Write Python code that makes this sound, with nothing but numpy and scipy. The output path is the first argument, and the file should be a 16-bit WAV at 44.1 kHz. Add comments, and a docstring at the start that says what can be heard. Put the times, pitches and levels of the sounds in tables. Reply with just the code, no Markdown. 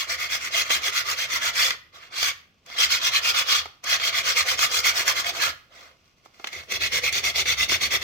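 """In a small room, a sheet of sandpaper is rubbed by hand over a big painted ceramic vase.
Stick-slip friction of grit on paint makes a quick to-and-fro rasp, filtered by the sheet's resonances.
The loose paper brushes along, and the hollow vase booms in forced vibration over faint room air.
The paper cracks as it lands, bites or snaps, and fingers tap the wall. In a pause the hand takes
a new grip, and the strokes go on with a harder ring."""
import sys
import numpy as np
from scipy import signal
from scipy.fft import rfft, irfft, next_fast_len
from scipy.io import wavfile
from scipy.ndimage import map_coordinates

SR = 44100
rng = np.random.default_rng(int(sys.argv[2]) if len(sys.argv) > 2 else 0)


def dump_mix(stems):
    """Bounce the given channels to the path in sys.argv[1] as a 16-bit WAV at rate SR."""
    frames = np.atleast_2d(stems).T  # one column per channel
    limited = np.clip(frames, -1, 1)  # hard clip at full scale
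    pcm = np.round(limited * 32767).astype(np.int16)
    wavfile.write(sys.argv[1], SR, pcm)


N = 354123
REGRIP_S, USUAL_STROKE_DB = 6.1, -20


def amp(db):
    """Amplitude ratio of a level in decibels."""
    return 10 ** (np.asarray(db) / 20)


def unit(x):
    """Normalisation to rms 1."""
    return x / np.sqrt(np.mean(x ** 2) + 1e-20)


def at_hz(points, hz):
    """Interpolation of (frequency, value) points on a logarithmic axis."""
    f, value = np.transpose(points)
    return np.interp(np.log(hz + 1), np.log(f + 1), value)


def at_time(points, s):
    """Linear interpolation of (time, value) points."""
    return np.interp(s, *np.transpose(points))


def add(mix, s, sound):
    """Superposition: a stereo sound joins the mix at time s."""
    first = round(s * SR)
    sound = sound[:, max(-first, 0):]
    part = mix[:, max(first, 0):][:, :sound.shape[1]]
    part += sound[:, :part.shape[1]]


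def wander(size, span):
    """Smooth random modulation: a spline with a knot every span points."""
    knots = rng.standard_normal(int(size / span) + 4)
    return map_coordinates(knots, [np.arange(size) / span + 1], order=3)


def diffuse_noise(spectrum, apart):
    """Partly coherent steady noise: a shared signal plus a weaker one in antiphase."""
    gain = amp(at_hz(spectrum, np.fft.rfftfreq(N, 1 / SR)))
    shared, side = irfft(rfft(rng.standard_normal((2, N))) * gain, N)
    return unit(np.array([shared + apart * side, shared - apart * side]))


# Likeness of left and right: frequency_hz, coherence_ratio (clipped to 0..1)
COHERENCE = [(100, 3.5), (600, 0.7), (1300, 0.65), (1650, 0), (2100, 1.2), (4300, 0.3), (5500, 0.22),
             (8000, 0), (12000, -0.08)]
# Phase of left ahead of right: frequency_hz, lead_rad
PHASE_LEAD = [(0, 0), (690, -0.08), (1380, 2.5), (1640, -0.16), (2070, 6), (3190, 9.5), (3700, 16),
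              (4310, 17.5), (5510, 25), (7320, 25), (9910, 40.5), (12700, 37.5), (15400, 57), (16000, 37.5)]
# Level of left above right: frequency_hz, balance_db
BALANCE = [(500, -1), (850, -6), (1350, -9), (1750, 0), (2500, -1.5), (2950, -2), (3350, 1.5), (4600, -3),
           (5050, 0), (6300, 1.5), (8300, 5.5), (11200, 2.5), (12500, -3), (15500, 4)]

def stereo(pair, colour_db):
    """Spaced pickup: two coloured noises blend with the coherence, phase and balance of two ports."""
    size = pair.shape[1]
    hz = np.fft.rfftfreq(size, 1 / SR)
    left, other = rfft(pair)
    coherence = np.clip(at_hz(COHERENCE, hz), 0, 1)
    right = (coherence * left + np.sqrt(1 - coherence ** 2) * other) * np.exp(-1j * at_hz(PHASE_LEAD, hz))
    balance_db = at_hz(BALANCE, hz)
    sides = amp([balance_db / 2, -balance_db / 2])
    sides /= np.sqrt(np.mean(sides ** 2, 0))
    return unit(irfft(np.array([left, right]) * sides * amp(colour_db), size))


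def grit(size, catches_per_s, catch_db, spread_db, judder_db, judder_hz):
    """Stick-slip friction: fine grains hiss, coarse ones catch and break free, and the sheet judders."""
    chance, strength = rng.random(size), np.minimum(rng.exponential(1, size), 3)
    catches = (chance < catches_per_s / SR) * amp(spread_db * strength)
    bursts = signal.lfilter([1], [1, -np.exp(-1 / (0.00039 * SR))], catches ** 2)
    force = np.sqrt(1 + amp(catch_db) ** 2 * bursts / (bursts.mean() + 1e-9))
    judder = amp(judder_db * np.tanh(wander(size, SR / judder_hz)))
    return force * judder * rng.standard_normal((2, size))


# Friction spectrum of grit on paint: frequency_hz, density_db
FRICTION_SPECTRUM = [(40, -42.5), (170.0, -23), (280.0, -18.5), (450.0, -14.5), (900.0, -14.5),
                     (1150.0, -8), (2500.0, 2), (4500.0, -1.5), (6500.0, -3), (8600.0, -14.5),
                     (10500.0, -16.5), (12700.0, -10), (15500.0, -15)]
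# Resonances of the sheet in the first grip: pitch_hz, width_hz, lift_db
FIRST_GRIP_MODES = [(373, 24, 3.5), (515, 45, 7.5), (679, 115, 9.5), (1180, 290, 11), (1403, 126, 6),
                    (1937, 430, 5.5), (2124, 97, 2.5), (3268, 285, 5), (4300, 260, 5.5), (5073, 160, 7.5),
                    (5850, 400, 3.5), (6450, 560, 2), (7850, 170, 6)]
# Resonances of the sheet in the second grip: pitch_hz, width_hz, lift_db
SECOND_GRIP_MODES = [(206, 74, 11.2), (377.3, 97, 8.6), (501, 31, 7.5), (660, 420, 10), (1173, 110, 9),
                     (1328, 62, 7), (1990, 350, 9.1), (2200, 130, 7), (2610, 110, 6.5), (3444, 530, 7.9),
                     (4340, 280, 7.5), (5460, 1500, 5), (6260, 320, 4.1), (8600, 280, 5.8)]
# How freely the loose end of the sheet rings: time_s, lift_db
FREE_END_LIFT = [(0, 7), (0.6, 3), (1.3, 2), (3.4, -2), (5.2, 0), (6.7, 0.0), (8, 2.5)]

def sheet_colour(s, hz, bass_db, treble_db, lift_db=0):
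    """Resonant filtering, in dB: the sheet's modes shape the friction, and shift as the paper bends."""
    free_end = (2090, 510, at_time(FREE_END_LIFT, s) + lift_db)
    modes = [*(FIRST_GRIP_MODES if s < REGRIP_S else SECOND_GRIP_MODES), free_end]
    bent_hz = hz * (1 + .016 * rng.standard_normal())
    ring_db = sum(db / (1 + (2 * (bent_hz - f) / width) ** 2) for f, width, db in modes)
    shelves_db = bass_db / (1 + (hz / 1350) ** 3) + treble_db * (1 - 1 / (1 + (hz / 5500) ** 4))
    ripple_db = 1.9 * wander(len(hz), 130 / hz[1])
    return at_hz(FRICTION_SPECTRUM, hz) + ring_db + shelves_db + ripple_db


# How well the spot under the hand shakes the wall of the vase: time_s, coupling_db
WALL_COUPLING = [(0, -2.5), (1.4, -1), (1.6, -3.5), (2.1, -6.5), (3.0, -5), (3.85, -4), (4.7, 1),
                 (5.3, 5.5), (5.5, 0), (6.8, -2), (8, 1)]
# Slow drift of the rasp's treble: time_s, lift_db
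TREBLE_DRIFT = [(0, 1.5), (2.2, -1.5), (2.8, -4), (3.9, -4.5), (4.8, 2.0), (7, -0.5), (8, 3)]

def stroke(start, end, db, crest, direction):
    """Sliding friction: the rasp grows louder and brighter with the hand's speed and pressure."""
    overlap_s = .0172  # the sheet still slides while the hand turns
    first, last = start - overlap_s, end + overlap_s
    fastest = start + np.clip(crest, .05, .95) * (end - start)
    size = next_fast_len(max(round((last - first) * SR), 512))
    along = np.interp(first + np.arange(size) / SR, [first, fastest, last], [0, .5, 1])
    speed = np.maximum(np.sin(np.pi * along), 1e-4)
    pressure_db = db - USUAL_STROKE_DB
    # Light strokes are mostly the dull sound of the wall; firm ones hiss more.
    bass_db = -2 + at_time(WALL_COUPLING, start) - .5 * pressure_db
    treble_db = -.5 + at_time(TREBLE_DRIFT, start) + 0.16 * pressure_db
    hz = np.fft.rfftfreq(size, 1 / SR)
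    scratch = grit(size, catches_per_s=980, catch_db=-5.5, spread_db=-0.5, judder_db=1.5, judder_hz=170)
    rasp = stereo(scratch, sheet_colour(start, hz, bass_db, treble_db, lift_db=0.8 * direction))
    low = irfft(rfft(rasp) / (1 + (hz / 1000) ** 4), size)
    high = irfft(rfft(rasp) * (1 - 1 / (1 + (hz / 7000) ** 4)), size)
    # The second grip swells more steeply, then levels off.
    exponent, saturation = (2.35, 0.44) if start < REGRIP_S else (5.1, 2.8)
    swell = speed ** max(exponent + 0.0349 * pressure_db, .2)
    drive = np.tanh(saturation * swell) / np.tanh(saturation)
    return first, amp(db) * (low * drive ** 0.39 + (rasp - low - high) * drive + high * drive ** 1.47)


# Strokes of the hand: start_s, level_db, crest_fraction (how far into the stroke speed peaks)
HAND_STROKES = [(-0.033, -24, 0.14), (0.073, -24.5, 0.55), (0.167, -25.5, 0.53), (0.285, -23.5, 0.59),
                (0.389, -28, 0.56), (0.503, -19.0, 0.63), (0.644, -33, 0.51), (0.699, -18.5, 0.2),
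                (0.805, -22, 0.69), (0.908, -21.5, 0.55), (1.036, -23, 0.7), (1.149, -24, 0.58),
                (1.273, -22, 0.72), (1.39, -21.5, 0.59), (1.521, -19, 0.35), (1.934, -45.5, 0.54),
                (1.996, -45, 0.36), (2.102, -21.0, 0.76), (2.663, -38.5, 0.9), (2.755, -17, 0.6),
                (2.88, -18, 0.52), (2.993, -19.5, 0.73), (3.102, -19, 0.69), (3.201, -18.5, 0.69),
                (3.329, -17.5, 0.49), (3.444, -17.5, 0.46), (3.842, -18.5, 0.66), (3.98, -20.5, 0.76),
                (4.11, -20.5, 0.71), (4.22, -20, 0.56), (4.35, -17.5, 0.4), (4.445, -20.5, 0.53),
                (4.565, -18, 0.61), (4.683, -20.0, 0.58), (4.827, -16.5, 0.45), (4.931, -21.5, 0.51),
                (5.051, -18.5, 0.49), (5.14, -23.0, 0.55), (5.234, -24, 0.61), (5.32, -29.0, 0.79),
                (5.397, -20, 0.25), (5.704, -47, 0.34), (6.509, -36, 0.27), (6.67, -26.0, 0.69),
                (6.788, -21.5, 0.54), (6.896, -21.5, 0.59), (7.009, -21.5, 0.6), (7.111, -22.5, 0.49),
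                (7.224, -21, 0.38), (7.333, -20.5, 0.53), (7.443, -20.5, 0.5), (7.563, -21.0, 0.43),
                (7.679, -20, 0.32), (7.8, -21.5, 0.37), (7.898, -20, 0.48), (7.987, -20.5, 0.72)]
# The hand comes to rest: time_s
HAND_RESTS = [1.772, 2.323, 3.637, 5.536, 5.952, 8.117]

def sanding():
    """Reciprocating motion: pushes and pulls alternate, each lasting until the next turn or rest."""
    out = np.zeros((2, N))
    turns = [row[0] for row in HAND_STROKES] + list(HAND_RESTS)
    for k, (start, db, crest) in enumerate(HAND_STROKES):
        end = min(s for s in turns if s > start)
        add(out, *stroke(start, end, db, crest, direction=(-1) ** k))
    return out


def shifting_contact(x, depth_db):
    """Spectral modulation: as the contact spots shift, narrow bands flare and fade for some 15 ms."""
    spectra = signal.stft(x, SR, nperseg=512, noverlap=384)[2]
    knots = rng.standard_normal(spectra.shape[1:])
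    band, frame = np.indices(knots.shape)
    patches = map_coordinates(knots, [band / 4, frame / 5], order=1)
    spectra = spectra * unit(amp(depth_db * unit(patches)))
    return signal.istft(spectra, SR, nperseg=512, noverlap=384)[1][:, :N]


# The loose sheet slips as the hand sets off or shifts: peak_s, level_db, rise_s, fall_s
SHEET_SLIPS = [(1.946, -53, .002, 0.018), (2.663, -48, .002, 0.038), (3.842, -35.5, 0.0035, .03),
               (6.05, -71, .08, 0.11), (6.255, -54.5, 0.01, 0.0093), (6.47, -47, 0.056, 0.069),
               (6.635, -47, .004, 0.014)]

def brushing(steady_db=-70):
    """Friction under light load: the loose sheet grazes the vase all the time, louder at each slip."""
    colour_db = sheet_colour(0, np.fft.rfftfreq(N, 1 / SR), bass_db=9.5, treble_db=-0.5, lift_db=-9)
    slide = grit(N, catches_per_s=150, catch_db=-6, spread_db=4, judder_db=2.5, judder_hz=60)
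    t = np.arange(N) / SR
    slips = sum(amp(db) * np.exp(-np.maximum((s - t) / rise, (t - s) / fall))
                for s, db, rise, fall in SHEET_SLIPS)
    return (amp(steady_db) + slips) * stereo(slide, colour_db)


# Hollow boom of the vase and its stand: frequency_hz, density_db
BOOM_SPECTRUM = [(20, -38), (42, -10.5), (52, -23), (66, -3.5), (83, -0.5), (98, -10), (130, -9),
                 (165, -23), (260, -36.5)]

def vase_boom(rasp, ring_s=0.023):
    """Forced vibration: the vase stores the rubbing's energy, so its boom lags behind the strokes."""
    t = np.arange(N) / SR
    retained = np.exp(-1 / (ring_s * SR))
    power = signal.lfilter([1 - retained], [1, -retained], np.mean(rasp ** 2, 0))
    shake = (np.sqrt(power) / amp(USUAL_STROKE_DB)) ** 0.58  # even light strokes shake the wall
    grip_db = np.where(t < REGRIP_S, -31.5, -25)
    boom_db = USUAL_STROKE_DB + grip_db + 0.5 * at_time(WALL_COUPLING, t)
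    return shake * amp(boom_db) * diffuse_noise(BOOM_SPECTRUM, apart=0.37)


# Background of the still room: frequency_hz, density_db
AIR_SPECTRUM = [(15, -40), (25, -1), (112, 3), (588, -8), (856, -12.5), (1120, -12.5), (1580, -29),
                (2560, -7.5), (5010, -21), (9770, -41), (15000, -54)]

def room_air(level_db=-66):
    """Ambient noise floor: a faint, steady rush, strongest in the bass."""
    return amp(level_db) * diffuse_noise(AIR_SPECTRUM, apart=0.36)


# Time the room takes to decay by 60 dB: frequency_hz, decay_s
REVERB_TIMES = [(150, 0.19), (700, 0.45), (2000, 0.41), (5000, 0.35), (9000, 0.27), (15000, 0.41)]

def reverberation(x, gap_s=.006, echoes_per_s=3000):
    """Reflection and absorption: sparse echoes of random sign, each band dying at its own rate."""
    echoes = rng.choice([-1., 1.], (2, SR)) * (rng.random((2, SR)) < echoes_per_s / SR)
    echoes *= np.arange(SR) > gap_s * SR
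    hz, t, spectra = signal.stft(echoes, SR, nperseg=256)
    decay = amp(-60 * t / at_hz(REVERB_TIMES, hz)[:, None])
    tail = signal.istft(spectra * decay, SR, nperseg=256)[1]
    tail = signal.lfilter([1], [1, -.3], tail)  # soft furnishings dull the echoes
    return signal.fftconvolve(x, tail / np.linalg.norm(tail[0]), axes=1)[:, :N]


# Response of the vase wall to a knock: frequency_hz, density_db
THUD_SPECTRUM = [(60, -22), (200, -20), (400, -1.5), (600, -7), (770, 1.5), (1000, -7), (1250, 3),
                 (1600, -14.5), (3000, -39), (15000, -68.5)]

def impact(s, crack_db, thud_db, tick_db, size=2048):
    """Impulsive excitation: the sheet cracks, the grit ticks and the wall thuds, all heavily damped."""
    t, hz = np.arange(size) / SR, np.fft.rfftfreq(size, 1 / SR)
    crack = (crack_db - 5, sheet_colour(s, hz, bass_db=-0.5, treble_db=-20), 0.0042)
    tick = (tick_db - 1, at_hz([(2000, -26.5), (6500, 9), (9000, -6.5), (15000, -7)], hz), 0.0042)
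    thud = (thud_db - 2, at_hz(THUD_SPECTRUM, hz), 0.0048)
    out = np.zeros((2, size))
    for db, colour_db, decay_s in (crack, tick, thud):
        burst = (1 - np.exp(-t / 0.0011)) * np.exp(-t / decay_s)
        out += amp(db) * burst / burst.max() * stereo(rng.standard_normal((2, size)), colour_db)
    return out


# Sharp cracks and ticks of the sandpaper, levels relative within each column: start_s, crack_db, tick_db
PAPER_CRACKS = [(0.7037, -12, -35), (1.671, -23, -39), (1.7052, -11.5, -33), (2.228, -13, -26),
                (2.6614, -47, -49), (3.5254, -14, -24), (3.8400, -40, -34), (3.9985, -18, -38),
                (4.5905, -14, -24), (5.0789, -14, -20), (5.244, -23, -41), (6.4707, -19, -33.5),
                (6.4864, -32, -52), (6.5288, -26, -38), (6.7204, -19, -28), (7.1259, -19.5, -23.5),
                (7.4563, -16.5, -39), (7.7397, -18, -31)]

def paper_cracks():
    """Transient excitation: the sheet cracks as it lands, bites or snaps, and faintly knocks the wall."""
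    out = np.zeros((2, N))
    for s, crack_db, tick_db in PAPER_CRACKS:
        add(out, s, impact(s, crack_db, thud_db=crack_db - 31.5, tick_db=tick_db))
    return out


# Fingers landing, levels relative within each column: start_s, thud_db, crack_db
FINGER_TAPS = [(2.7, -43.5, -34), (3.6562, -31.5, -29), (6.258, -44, -46), (6.3964, -37.5, -40),
               (6.4424, -28, -22), (7.72, -25, -15.5), (7.9385, -26, -17)]

def finger_taps():
    """Contact impact: a finger strikes the wall through the sheet, which cracks under it."""
    out = np.zeros((2, N))
    for s, thud_db, crack_db in FINGER_TAPS:
        add(out, s, impact(s, crack_db, thud_db, tick_db=crack_db - 20))
    return out


def scene():
    """Superposition: the paper's direct sound and its echoes, over the vase's boom and the room air."""
    brush = brushing()
    rasp = shifting_contact(sanding(), depth_db=2.2)
    paper = amp(0.08) * rasp + brush + paper_cracks() + finger_taps()
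    return paper + amp(-15) * reverberation(paper) + vase_boom(rasp) + room_air()


def record(dry, cutoff_hz=15900):
    """Band limiting: a steep low-pass filter removes the highest treble."""
    lowpass = signal.firwin(511, cutoff_hz, window=("kaiser", 9), fs=SR)
    return signal.oaconvolve(dry, lowpass[None], "same")


dry = scene()
out = record(dry)
dump_mix(out)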